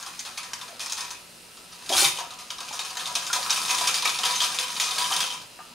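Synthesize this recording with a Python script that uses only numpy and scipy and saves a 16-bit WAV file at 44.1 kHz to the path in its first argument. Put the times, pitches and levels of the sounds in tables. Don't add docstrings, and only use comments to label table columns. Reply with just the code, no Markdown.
import sys
import numpy as np
from scipy import signal
from scipy.fft import rfft, irfft, next_fast_len
from scipy.io import wavfile
from scipy.ndimage import uniform_filter1d

SR = 44100
rng = np.random.default_rng(int(sys.argv[2]) if len(sys.argv) > 2 else 0)


def unload_audio(sound):
    columns = np.transpose(np.atleast_2d(sound))
    steps = np.round(np.clip(columns, -1, 1) * 32767)
    wavfile.write(sys.argv[1], SR, steps.astype(np.int16))


def field_ratio(decibels):
    return 10 ** (np.asarray(decibels, dtype=float) / 20)


N = 253115


def evened(x):
    return x / np.sqrt(np.mean(x ** 2) + 1e-20)


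def read(points, hz, column=1):
    table = np.array(points, float)
    return np.interp(np.log(hz + 1), np.log(table[:, 0] + 1), table[:, column])


def curve(table):
    return np.interp(np.arange(N) / SR, *np.transpose(table), -150, -150)


def add(mix, s, sound):
    part = mix[round(s * SR):][:len(sound)]
    part += sound[:len(part)]


def high_pass(x, order, hz):
    return signal.sosfilt(signal.butter(order, hz, "high", fs=SR, output="sos"), x)


def colour(x, points):
    hz = abs(np.fft.fftfreq(8192, 1 / SR))
    log_gain = np.log(field_ratio(np.maximum(read(points, hz), -100)))
    taps = np.fft.ifft(np.exp(np.conj(signal.hilbert(log_gain)))).real[:3000]
    return signal.oaconvolve(x, taps / np.linalg.norm(taps))[:len(x)]


def resonate(x, hz, width):
    return signal.lfilter(*signal.iirpeak(hz, hz / width, SR), x)


def tipped():
    middle_s, move_s = 1.78, 0.34
    return np.clip((np.arange(N) / SR - middle_s) / move_s + .5, 0, 1)


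# pitch_hz, density_db (per Hz)
AIR_SPECTRUM = [(15, -31), (60, -5), (125, -11), (165, -3.5), (210, -8), (500, -5), (1200, -9), (2050, -9),
                (2800, -10), (3600, -8.5), (4600, -9), (5700, -10.5), (9600, -16), (15500, -25)]
# pitch_hz, likeness (0 to 1)
AIR_LIKENESS = [(60, 0.98), (180, 0.75), (550, 0.53), (1650, 0.23), (4970, 0.65), (15000, 0.97)]


def air():
    level_db = -49
    frames, hz = N // 256 + 5, np.fft.rfftfreq(1024, 1 / SR)
    a, b, c, d, patches = rng.standard_normal((frames, 513, 5)).T
    patches = uniform_filter1d(uniform_filter1d(patches, 12, 0), 12, 1)
    same = np.clip(read(AIR_LIKENESS, hz), -1, .97)[:, None]
    left = a + 1j * b
    right = same * left + np.sqrt(1 - same ** 2) * (c + 1j * d)
    z = np.array([left, right]) * field_ratio(read(AIR_SPECTRUM, hz)[:, None] + evened(patches))
    return field_ratio(level_db) * evened(signal.istft(z, nperseg=1024, noverlap=768)[1][:, :N])


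# pitch_hz, width_hz, level_db
HOUSING = [(2750, 580, -0.049), (4130, 340, -1), (4930, 120, 1.8)]
# pitch_hz, level_db
HUM_TONES = [(120, -76), (177, -71), (240, -71), (960, -69), (1320, -69)]


def lamp():
    snap_hz, buzz_db = 119.98, -56.5
    late_db = 2.5
    t = np.arange(N) / SR
    pulses = sum(np.cos(2 * np.pi * k * snap_hz * t) for k in range(15, 46))
    buzz = sum(field_ratio(db) * resonate(resonate(pulses, hz, width), hz, width) for hz, width, db in HOUSING)
    hum = np.zeros(N)
    for hz, db in HUM_TONES:
        waver = 1 + 1.72 * evened(uniform_filter1d(rng.standard_normal(N), 3000))
        hum += field_ratio(db) * waver * np.sin(2 * np.pi * hz * t)
    return field_ratio(buzz_db + late_db * tipped()) * evened(buzz) + hum


# pitch_hz, decay_t60_s, level_db
WALL_ECHOES = [(100, 0.92, -13), (400, 0.47, 1), (980, 0.34, -3), (2140, 0.38, 0.5), (5570, 0.35, -5.5),
               (8500, 0.17, -1.5), (12700, 0.22, -2.5)]
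# pitch_hz, share (0 to 1)
SHARED_ECHOES = [(300, 0.92), (600, 0.94), (1200, 0.69), (2500, 0.73), (5000, 0.57), (9000, 0.74),
                 (11000, 0.95)]


def kitchen(x, count=3):
    out, size = np.zeros((2, N)), SR // 3
    for k in range(count):
        taps = np.zeros((3, size))
        at = np.arange(90, size - 20, 20) + rng.integers(0, 20, (3, (size - 91) // 20))
        np.put_along_axis(taps, at, rng.choice([-1., 1.], at.shape), 1)
        hz, t, z = signal.stft(taps, SR, nperseg=256)
        shared = np.clip(read(SHARED_ECHOES, hz), 0, 1)[:, None]
        z = shared * z[2] + np.sqrt(1 - shared ** 2) * z[:2]
        t60 = read(WALL_ECHOES, hz)[:, None]
        db = read(WALL_ECHOES, hz, column=2)[:, None]
        z *= field_ratio(db - 60 * t / t60) / np.sqrt(t60 * 160)
        echoes = signal.istft(z, SR, nperseg=256)[1]
        turn = np.sqrt(2 / count) * np.cos(np.pi * (np.arange(N) / SR * 3.1 + k / count))
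        out += signal.oaconvolve((x * turn)[None], echoes, axes=1)[:, :N]
    return out


# start_s, effort_db
EFFORT_CURVE = [(0, -38.5), (.11, -44.5), (.82, -47), (.99, -36), (1.13, -45.5), (1.26, -73), (1.7, -56),
                (1.93, -32), (2.08, -45), (2.4, -49), (2.81, -38.5), (3.32, -33.5), (3.72, -27.5),
                (4.27, -32.5), (4.46, -32.5), (4.62, -35), (5.2, -28), (5.44, -49.5)]


def low_effort_db():
    upright_db, tipped_db = -13.5, -6
    return curve(EFFORT_CURVE) + upright_db + (tipped_db - upright_db) * tipped()


# pitch_hz, density_db (per Hz)
COUNTER_SPECTRUM = [(30, -37), (80, -12.5), (165, 1), (250, -5), (420, -14), (800, -45)]


def rumble():
    return colour(rng.standard_normal(N) * field_ratio(low_effort_db() - 21.0), COUNTER_SPECTRUM)


# start_s, peak_db, pitch_hz, decay_t60_s
POT_AND_RIM_KNOCKS = [(0.684, -38.5, 690, 0.13), (.703, -39, 700, .1), (0.725, -31.5, 660, 0.11),
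                      (.748, -39, 770, .12), (1.571, -41, 1340, 0.1), (1.902, -13.5, 665, 0.046),
                      (1.917, -15.5, 765, 0.14), (2.019, -19.5, 800, 0.17), (2.186, -17, 970, 0.043),
                      (2.209, -27, 940, 0.21), (2.308, -32.5, 1226, 0.086), (1.932, -15.5, 3290, 0.066),
                      (1.9, -24, 3000, 0.088), (1.985, -18, 1500, 0.073), (1.95, -19, 1200, 0.081),
                      (2.03, -21, 1400, .06), (4.25, -21.5, 985, .12), (2.615, -30, 985, .12),
                      (2.735, -27, 985, .08), (3.36, -22, 985, 0.12), (3.385, -21.5, 760, 0.088),
                      (3.812, -17.5, 990, 0.18), (3.3, -19, 1400, 0.11), (3.165, -21.5, 985, 0.15),
                      (2.205, -23.5, 984, 0.11), (2.006, -22, 2344, 0.051), (4.054, -16, 1190, 0.046),
                      (4.192, -26, 990, 0.17), (2.71, -21, 870, 0.034), (5.5908, -32, 1233, 0.07),
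                      (5.591, -26.5, 750, 0.03), (5.601, -37, 920, .05), (5.613, -35, 1200, 0.056),
                      (5.591, -32, 1600, 0.027), (5.604, -28.5, 1220, 0.055)]
# start_s, peak_db, pitch_hz, decay_t60_s
COUNTER_THUMPS = [
    (1.896, -29, 359, 0.25),
    (1.929, -35.5, 331, 0.56),
    (1.948, -35.5, 66, 0.6),
    (2.021, -19.5, 371, 0.081),
    (2.049, -33, 152, 0.38),
    (2.191, -59, 352, 0.19),
    (5.706, -39, 190, 0.045),
]


def knocks():
    out, t = np.zeros(N), np.arange(SR // 3) / SR
    neighbours = [(0.732, -4.0), (0.595, -14.0), (1.1, -8.0)]
    for s, db, hz, t60 in POT_AND_RIM_KNOCKS + COUNTER_THUMPS:
        near = sum(field_ratio(d - 60 * t / t60) * np.sin(2 * np.pi * hz * k * t) for k, d in neighbours)
        rise = np.minimum(t * hz / 1.46, 1)
        decay = field_ratio(db - 7.0 - 60 * t / t60)
        add(out, s, decay * rise * (np.sin(2 * np.pi * hz * t) + near))
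    return high_pass(out, 2, 50)


# start_s, peak_db, pitch_hz
EDGE_SNAPS = [(0.0282, -14.5, 6370), (0.194, -12.5, 5900), (0.378, -14.5, 2330), (0.9252, -3.5, 6240),
              (0.9335, -5.5, 6040), (1.8944, -21, 3800), (2.1093, -14, 5640), (2.307, -16, 4220),
              (2.5052, -11.5, 3370), (2.9958, -13, 3340), (3.0732, -14, 3340), (3.1546, 0, 5900),
              (3.332, -5, 5840), (3.3547, -15, 3210), (3.3664, -9, 4500), (3.43, -8, 4160),
              (3.5258, -6, 3100), (3.546, -5, 9170), (3.5677, -20, 4670), (3.6523, -7, 3700),
              (3.6932, -9, 2750), (3.7088, -5, 4250), (3.7939, -18, 3420), (3.851, -14, 1800),
              (3.874, -5, 3250), (3.8908, -9, 3230), (3.9438, -1, 5100), (4.0566, -24, 2220),
              (4.0767, -3, 3700), (4.0948, -8, 6520), (4.1614, -22, 4070), (4.1908, -6, 3620),
              (4.255, -5, 3400), (4.342, -9, 3100), (4.4054, -2, 3630), (4.438, -15, 3190),
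              (4.4803, -17, 3660), (4.4924, -18, 3640), (4.5539, -16.0, 8140), (4.5878, -2, 3400),
              (4.7044, -10, 3800), (4.7655, -17.0, 3960), (4.803, -8, 6240), (4.87, -14.0, 4390),
              (4.9708, -15, 5280), (5.016, -7, 3510), (5.1393, -10, 5200), (5.166, -2, 8800),
              (5.193, -19, 2930), (4.2399, -2.5, 3100), (4.4165, -2, 4540), (3.7495, -9, 5000),
              (5.59, -27, 1410), (5.2044, -7, 4500), (4.024, -7, 4200), (4.0455, -8, 3740),
              (4.06, -2, 5500), (1.9865, -4, 4200), (2.0062, 1, 4500), (1.9675, 2, 3880)]


def snaps():
    level_db, cycles = -7, 2.3
    out, t = np.zeros(N), np.arange(300) / SR
    for s, db, hz in EDGE_SNAPS:
        add(out, s, field_ratio(db + level_db) * np.exp(-t * hz / cycles) * np.sin(2 * np.pi * hz * t))
    return high_pass(out, 2, 900)


# start_s, peak_db, brightest_hz, spread_s
WALL_THROWS = [(0.795, -18.5, 4610, 0.0037), (0.8037, -18.5, 5140, 0.038), (.861, -19.5, 5140, 0.012),
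               (1.0082, -20, 5450, 0.011), (1.1056, -21, 6550, 0.015), (1.8611, -26, 3350, 0.013),
               (1.9319, -8, 3300, 0.01), (2.0426, -4.5, 3800, 0.0086), (2.388, -25, 3060, 0.018),
               (2.6841, -23.5, 3020, 0.01), (2.7922, -14, 3950, 0.011), (2.9701, -11.5, 3420, 0.0047),
               (3.0566, -19, 3720, 0.014), (3.073, -18.5, 4300, 0.0059), (3.1522, -9, 3550, 0.016),
               (3.5055, -6.5, 5240, 0.0086), (3.749, -14.5, 5070, 0.007), (3.8728, -4.5, 2530, 0.014),
               (4.145, -17, 3470, 0.0066), (4.2515, -8.5, 3340, 0.023), (4.4159, -11.5, 3360, 0.042),
               (4.438, -10.5, 3350, 0.018), (4.5221, -21, 4470, 0.05), (4.5451, -17, 5950, 0.022),
               (4.587, -12.5, 3140, 0.03), (4.6811, -21, 3570, 0.011), (4.837, -17, 5000, 0.05),
               (4.982, -10, 3350, 0.019), (5.165, -12.5, 3140, 0.0087), (5.2049, -9, 3080, 0.011)]
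# start_s, peak_db, brightest_hz, spread_s
BOTTOM_DROPS = [(0.0265, -23.5, 5900, 0.0036), (0.063, -22.5, 3280, 0.016), (0.1323, -31, 2530, 0.0076),
                (0.2505, -23, 3500, 0.027), (.431, -24.5, 5050, 0.022), (0.6125, -26, 3550, 0.019),
                (0.6797, -27.5, 3900, 0.0098), (0.832, -35, 6090, .02), (.9776, -19.5, 3820, 0.021),
                (1.571, -35.5, 3740, 0.019), (1.7223, -31.5, 4330, 0.019), (2.1867, -18, 2950, 0.024),
                (2.3368, -31, 2900, .012), (2.583, -24, 3670, .0076), (2.6045, -20.5, 5200, 0.0092),
                (2.727, -21.5, 6500, 0.047), (2.9043, -23.5, 4460, 0.011), (2.9958, -19.5, 3160, 0.032),
                (3.3524, -15, 3800, 0.018), (3.7827, -10.5, 3150, 0.0045), (3.81, -16, 3460, 0.058),
                (4.024, -15, 3330, 0.01), (4.049, -10, 2640, 0.015), (4.1879, -15.5, 4600, 0.0063),
                (4.234, -11.5, 3050, 0.011), (4.9593, -16.5, 3860, 0.012), (5.0141, -23, 3770, 0.005),
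                (5.1394, -17.5, 3160, 0.017)]
# start_s, peak_db, brightest_hz, spread_s
HIGH_GLANCES = [(0.192, -19, 6000, 0.015), (.5337, -12.5, 5760, 0.0038), (.897, -21, 4000, 0.02),
                (0.9218, -16, 6000, 0.0081), (0.932, -25, 6850, 0.0083), (1.1194, -32, 4500, .0076),
                (1.9665, -12, 4130, 0.034), (1.9912, -11.5, 4040, 0.043), (2.849, -21, 3140, 0.019),
                (3.266, -18.5, 5000, 0.017), (3.5273, -9.5, 3590, 0.0078), (3.5671, -15, 3180, 0.011),
                (3.9423, -10.5, 4560, 0.024), (4.0936, -10.5, 4540, 0.0082), (4.2906, -17.5, 3670, 0.19),
                (4.6278, -12.5, 3530, 0.0059), (4.7023, -22, 2950, 0.009), (4.799, -8.5, 3550, 0.027),
                (5.415, -29.5, 3540, 0.014)]
# start_s, peak_db, mode_hz, clink_db (against the blow)
RIM_CLINKS = [(0.3745, -17.5, 3670, -20), (1.1448, -46, 2480, 8), (1.8922, -14.5, 3790, -13),
              (2.173, -21, 3030, -8), (2.3066, -29, 3800, -12), (2.407, -28.5, 4910, -10),
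              (2.504, -20, 3630, -17), (3.3296, -7.5, 6400, -10.5), (3.4278, -20, 4630, -3),
              (3.4966, -14, 3720, -4), (3.6929, -13.5, 2490, -17), (3.707, -9, 3470, -17),
              (4.3408, -30, 4550, 4), (4.357, -17.5, 6200, 0), (4.403, -12, 3350, -5.5),
              (4.764, -17.5, 3580, -6), (4.9093, -14.5, 3470, -8), (5.1233, -14.5, 3130, -4.5),
              (5.2288, -26, 3130, 8), (5.3035, -23, 3130, -6), (5.3237, -24, 3130, -4),
              (5.336, -25.5, 3130, -11)]
# start_s, peak_db, mode_hz, clink_db (against the blow)
STRAY_PIECES = [(1.9248, -13, 3290, -12), (1.9794, -5, 3900, -7), (2.0833, -19, 6197, 3.5),
                (2.0498, -13, 3690, 1), (3.2339, -41, 4590, -12), (3.5591, -12.5, 3180, -12),
                (3.6498, -18, 3660, -2), (3.793, -19, 4500, -8), (3.8488, -36, 2430, -17),
                (3.89, -23, 3270, -12), (3.9839, -14.5, 4570, -12), (4.0742, -10, 3570, -15),
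                (4.158, -23, 4500, -12), (4.055, -10, 2390, -10), (4.3098, -18, 3550, -10),
                (4.7174, -23, 6350, -14), (4.869, -19, 4260, -20), (4.889, -19, 3900, -10),
                (5.0429, -16, 3120, -8), (5.0219, -11.5, 3800, -11), (5.2653, -16, 3650, -17)]


def slaps():
    landings = []
    for heaps, ring_db, clink_db in [(WALL_THROWS, -14.5, -20), (BOTTOM_DROPS, -8.5, -22),
                                     (HIGH_GLANCES, -20, -18)]:
        landings += [(*row, ring_db, clink_db) for row in heaps]
    for pieces, spread_s, ring_db in [(RIM_CLINKS, 0.017, -12.5), (STRAY_PIECES, 0.0054, -19.5)]:
        landings += [(s, db, hz, spread_s, ring_db, clink_db) for s, db, hz, clink_db in pieces]
    return landings


def hush_db():
    flight_s, share, heap_over_db = 0.076, 0.2, 12.5
    s, db = np.transpose(slaps())[:2]
    over_db = db - np.interp(s, *np.transpose(EFFORT_CURVE)) - heap_over_db
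    depth = np.zeros(N)
    depth[(s * SR).astype(int)] = share * np.maximum(over_db, 0)
    keep = np.exp(-1 / (flight_s * SR))
    return -signal.lfilter([1], [1, -keep], depth[::-1])[::-1]


def ticks(shape, per_s, spread_db):
    chance = rng.random((shape, 3))
    size = field_ratio(-spread_db * np.log(1 - .995 * chance[:, 0])) * np.sign(chance[:, 1] - .5)
    return evened(size * (chance[:, 2] < per_s / SR))


# start_s, force_db
HEAP_SLIDE = [
    (1.885, -48),
    (1.893, -35),
    (1.909, -35),
    (1.983, -18),
    (2.061, -22),
    (2.135, -42),
    (2.17, -35.5),
]


def rattle_and_slide():
    stir = rng.standard_normal(N)
    clumps = field_ratio(0.81 * evened(uniform_filter1d(stir, 250)))
    patches = field_ratio(3.5 * evened(uniform_filter1d(stir[::-1], 900)))
    hush, effort_db = hush_db(), curve(EFFORT_CURVE)
    loose = ticks(N, per_s=1600, spread_db=4.0) * clumps * field_ratio(hush - 3)
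    crumbs = ticks(N, per_s=12000, spread_db=6.0) * field_ratio(-3.0 + 0) * field_ratio(0.31 * hush)

    crust_db, follows, full_db = -7, 1.19, -21.5
    crust = field_ratio(crust_db + full_db + follows * (effort_db - full_db))
    sizzle_db, cools_db_per_s = -52, 1
    sizzle = field_ratio(sizzle_db - cools_db_per_s * np.arange(N) / SR)

    slide_db = curve(HEAP_SLIDE)
    heaped = ticks(N, per_s=9900, spread_db=5.0) * field_ratio(-4.5)
    slide = heaped * field_ratio(slide_db)
    low_slide = heaped * field_ratio(np.minimum(slide_db - 10, -41))
    crust_slide = heaped * field_ratio(slide_db - 0.5)

    shell = loose * field_ratio(effort_db) + slide
    low = loose * patches * field_ratio(low_effort_db() + 0.5) + low_slide
    top = field_ratio(-1.0) * loose * crust + crumbs * np.hypot(crust, sizzle) + crust_slide
    bowed = heaped * field_ratio(np.minimum(slide_db, -30))
    clinks = field_ratio(13) * resonate(bowed, 3600, 30)
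    clinks += field_ratio(-8) * resonate(slide, 2350, 31) + field_ratio(-17) * resonate(slide, 2700, 60)
    return shell, low, top, clinks


SHELL_PITCHES = [2130, 2344, 2477, 2660, 3050, 3122, 3290, 3540, 3708, 3790, 4258, 4580, 4760, 4900, 5300,
                 6000, 6197, 6360]


def contacts():
    shell, low, top, clinks = rattle_and_slide()
    t, up = np.arange(5000) / SR, 1 - tipped()
    showers = ticks(5000 * 120, per_s=7000, spread_db=3.5).reshape(120, 5000)
    largest = 1.64
    showers = largest * np.tanh(showers / largest)
    for (s, db, hz, spread, ring_db, clink_db), shower in zip(slaps(), showers):
        edge = np.exp(-t / 0.00097)
        heap = np.exp(-t / max(spread, .001))
        shape = 0.63 * edge + 0.88 * heap
        blow = shape * np.r_[1.8, shower[1:]]
        blow *= field_ratio(db - 12) * np.linalg.norm(shape) / np.linalg.norm(blow)
        add(shell, s, 0.71 * blow + 0.5 * resonate(blow, hz, 0.6 * hz))
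        upright_db = -7 * up[round(s * SR)]
        add(low, s + 0.002974, blow * field_ratio(ring_db + 5.5 + upright_db))
        crusts = np.sign(shower) * abs(shower) ** 0.53
        add(top, s, field_ratio(db - 10.5) * crusts * (field_ratio(-23.0) * edge + field_ratio(-4.0) * heap))
        mode_hz = min(SHELL_PITCHES, key=lambda f: abs(f - hz))
        add(clinks, s, field_ratio(clink_db + 25.0) * resonate(blow, mode_hz, 110))
    return shell, low, top, clinks


def ring(drive, modes_hz, modes, place_db, count=5, size=96):
    t = np.arange(SR // 4) / SR
    place = rng.integers(0, count, N // 96 + 1).repeat(size)[:N]
    db, t60 = np.transpose(modes)[:, :, None]
    out = np.zeros(N)
    for k, (weight, detune, sign) in enumerate(rng.standard_normal((count, 3, len(modes), 1))):
        hz = np.array(modes_hz)[:, None] * (1 + .004 * detune)
        level = np.sign(sign) * field_ratio(db + place_db * weight - 60 * t / t60)
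        body = (level * np.sin(2 * np.pi * hz * t)).sum(0)
        out += signal.oaconvolve(drive * (place == k), body / np.linalg.norm(body))[:N]
    return out


def wall(drive, points, t60, count=12):
    place = rng.integers(0, count, N // 64 + 1).repeat(64)[:N]
    bodies = rng.standard_normal((count, 1024)) * field_ratio(-60 * np.arange(1024) / SR / t60)
    bodies[:, 0] = 7.6
    rung = np.zeros(N)
    for k, body in enumerate(bodies):
        rung += signal.oaconvolve(drive * (place == k), body / np.linalg.norm(body))[:N]
    return colour(rung, points)


# level_db, decay_t60_s
SHELL_MODES = [(-21, 0.08), (5, 0.084), (10, 0.055), (3, 0.12), (10, 0.024), (12, 0.053), (-7, 0.064),
               (16.5, 0.025), (6, 0.02), (14.5, 0.034), (11, 0.012), (9, 0.12), (-2, 0.091), (6.5, 0.13),
               (6, 0.09), (-20, 0.17), (11, 0.069), (5.5, 0.074)]
POT_PITCHES = [370, 511, 738, 770, 982, 1008, 1083, 1213, 1262, 1305, 1610, 1661]
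# level_db, decay_t60_s
POT_MODES = [(-26.5, 0.25), (-16, 0.12), (-9, 0.12), (-10.5, 0.082), (0.5, 0.12), (-5, 0.12), (-5.5, 0.12),
             (-3.5, 0.13), (-5, 0.1), (-6, 0.11), (-34, 0.25), (-3.5, 0.033)]
# pitch_hz, density_db (per Hz)
WALL_TICK = [(60, -32), (250, -23.5), (550, -14.5), (1000, -7.5), (1500, -8), (2000, -7.5), (2450, -4),
             (3300, -4.5), (4300, -3), (5200, -1.5), (6300, -1.5), (7400, -8), (9000, -18), (13000, -40)]
# pitch_hz, density_db (per Hz)
CRUST_CRISP = [(4000, -56), (7000, -4), (8000, -2), (9300, 3.5), (10800, -2.5), (12500, -11), (15500, -15)]
# pitch_hz, density_db (per Hz)
POT_HOLLOW = [(300, -34), (750, -10.5), (1000, -1), (1350, -1), (1800, -8.5), (4000, -31.5)]


def basket():
    shell, low, top, clinks = contacts()
    up = 1 - tipped()
    metal = field_ratio(-0.5) * wall(shell, WALL_TICK, t60=0.029) + clinks
    metal += field_ratio(-5.5) * ring(shell, SHELL_PITCHES, SHELL_MODES, place_db=-0.5)
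    metal += field_ratio(-8) * up * resonate(metal, 1830, 630)
    pot = ring(low * field_ratio(2.5 * up - 0.5), POT_PITCHES, POT_MODES, place_db=2.0, size=250)
    pot += wall(low * field_ratio(-8.5 + 12 * up), POT_HOLLOW, t60=0.094, count=4)
    return high_pass(metal + pot, 2, 420) + wall(top, CRUST_CRISP, t60=0.02, count=14)


# pitch_hz, left_minus_right_db
STEREO_LEAN = [(60, 1), (180, 0), (550, 1.5), (1650, 2), (4970, 0.7), (15000, 0.5)]


def scene():
    near = basket() + snaps() + knocks() + rumble()
    size = next_fast_len(N)
    lean = field_ratio(read(STEREO_LEAN, np.fft.rfftfreq(size, 1 / SR)) / 2)
    heard = rfft(near + kitchen(near), size, axis=1) * np.array([lean, 1 / lean])
    return irfft(heard, size, axis=1)[:, :N] + air() + lamp()


def low_pass(x):
    return signal.sosfilt(signal.butter(12, 16800, fs=SR, output="sos"), x)


def record(dry):
    limit, edge_hz = .55, 15730
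    rounded = limit * np.tanh(dry / limit)
    edge = signal.firwin(801, edge_hz, window=("kaiser", 5), fs=SR)
    finished = signal.oaconvolve(rounded, edge[None], "same")
    return low_pass(finished)


dry = scene()
out = record(dry)
unload_audio(out)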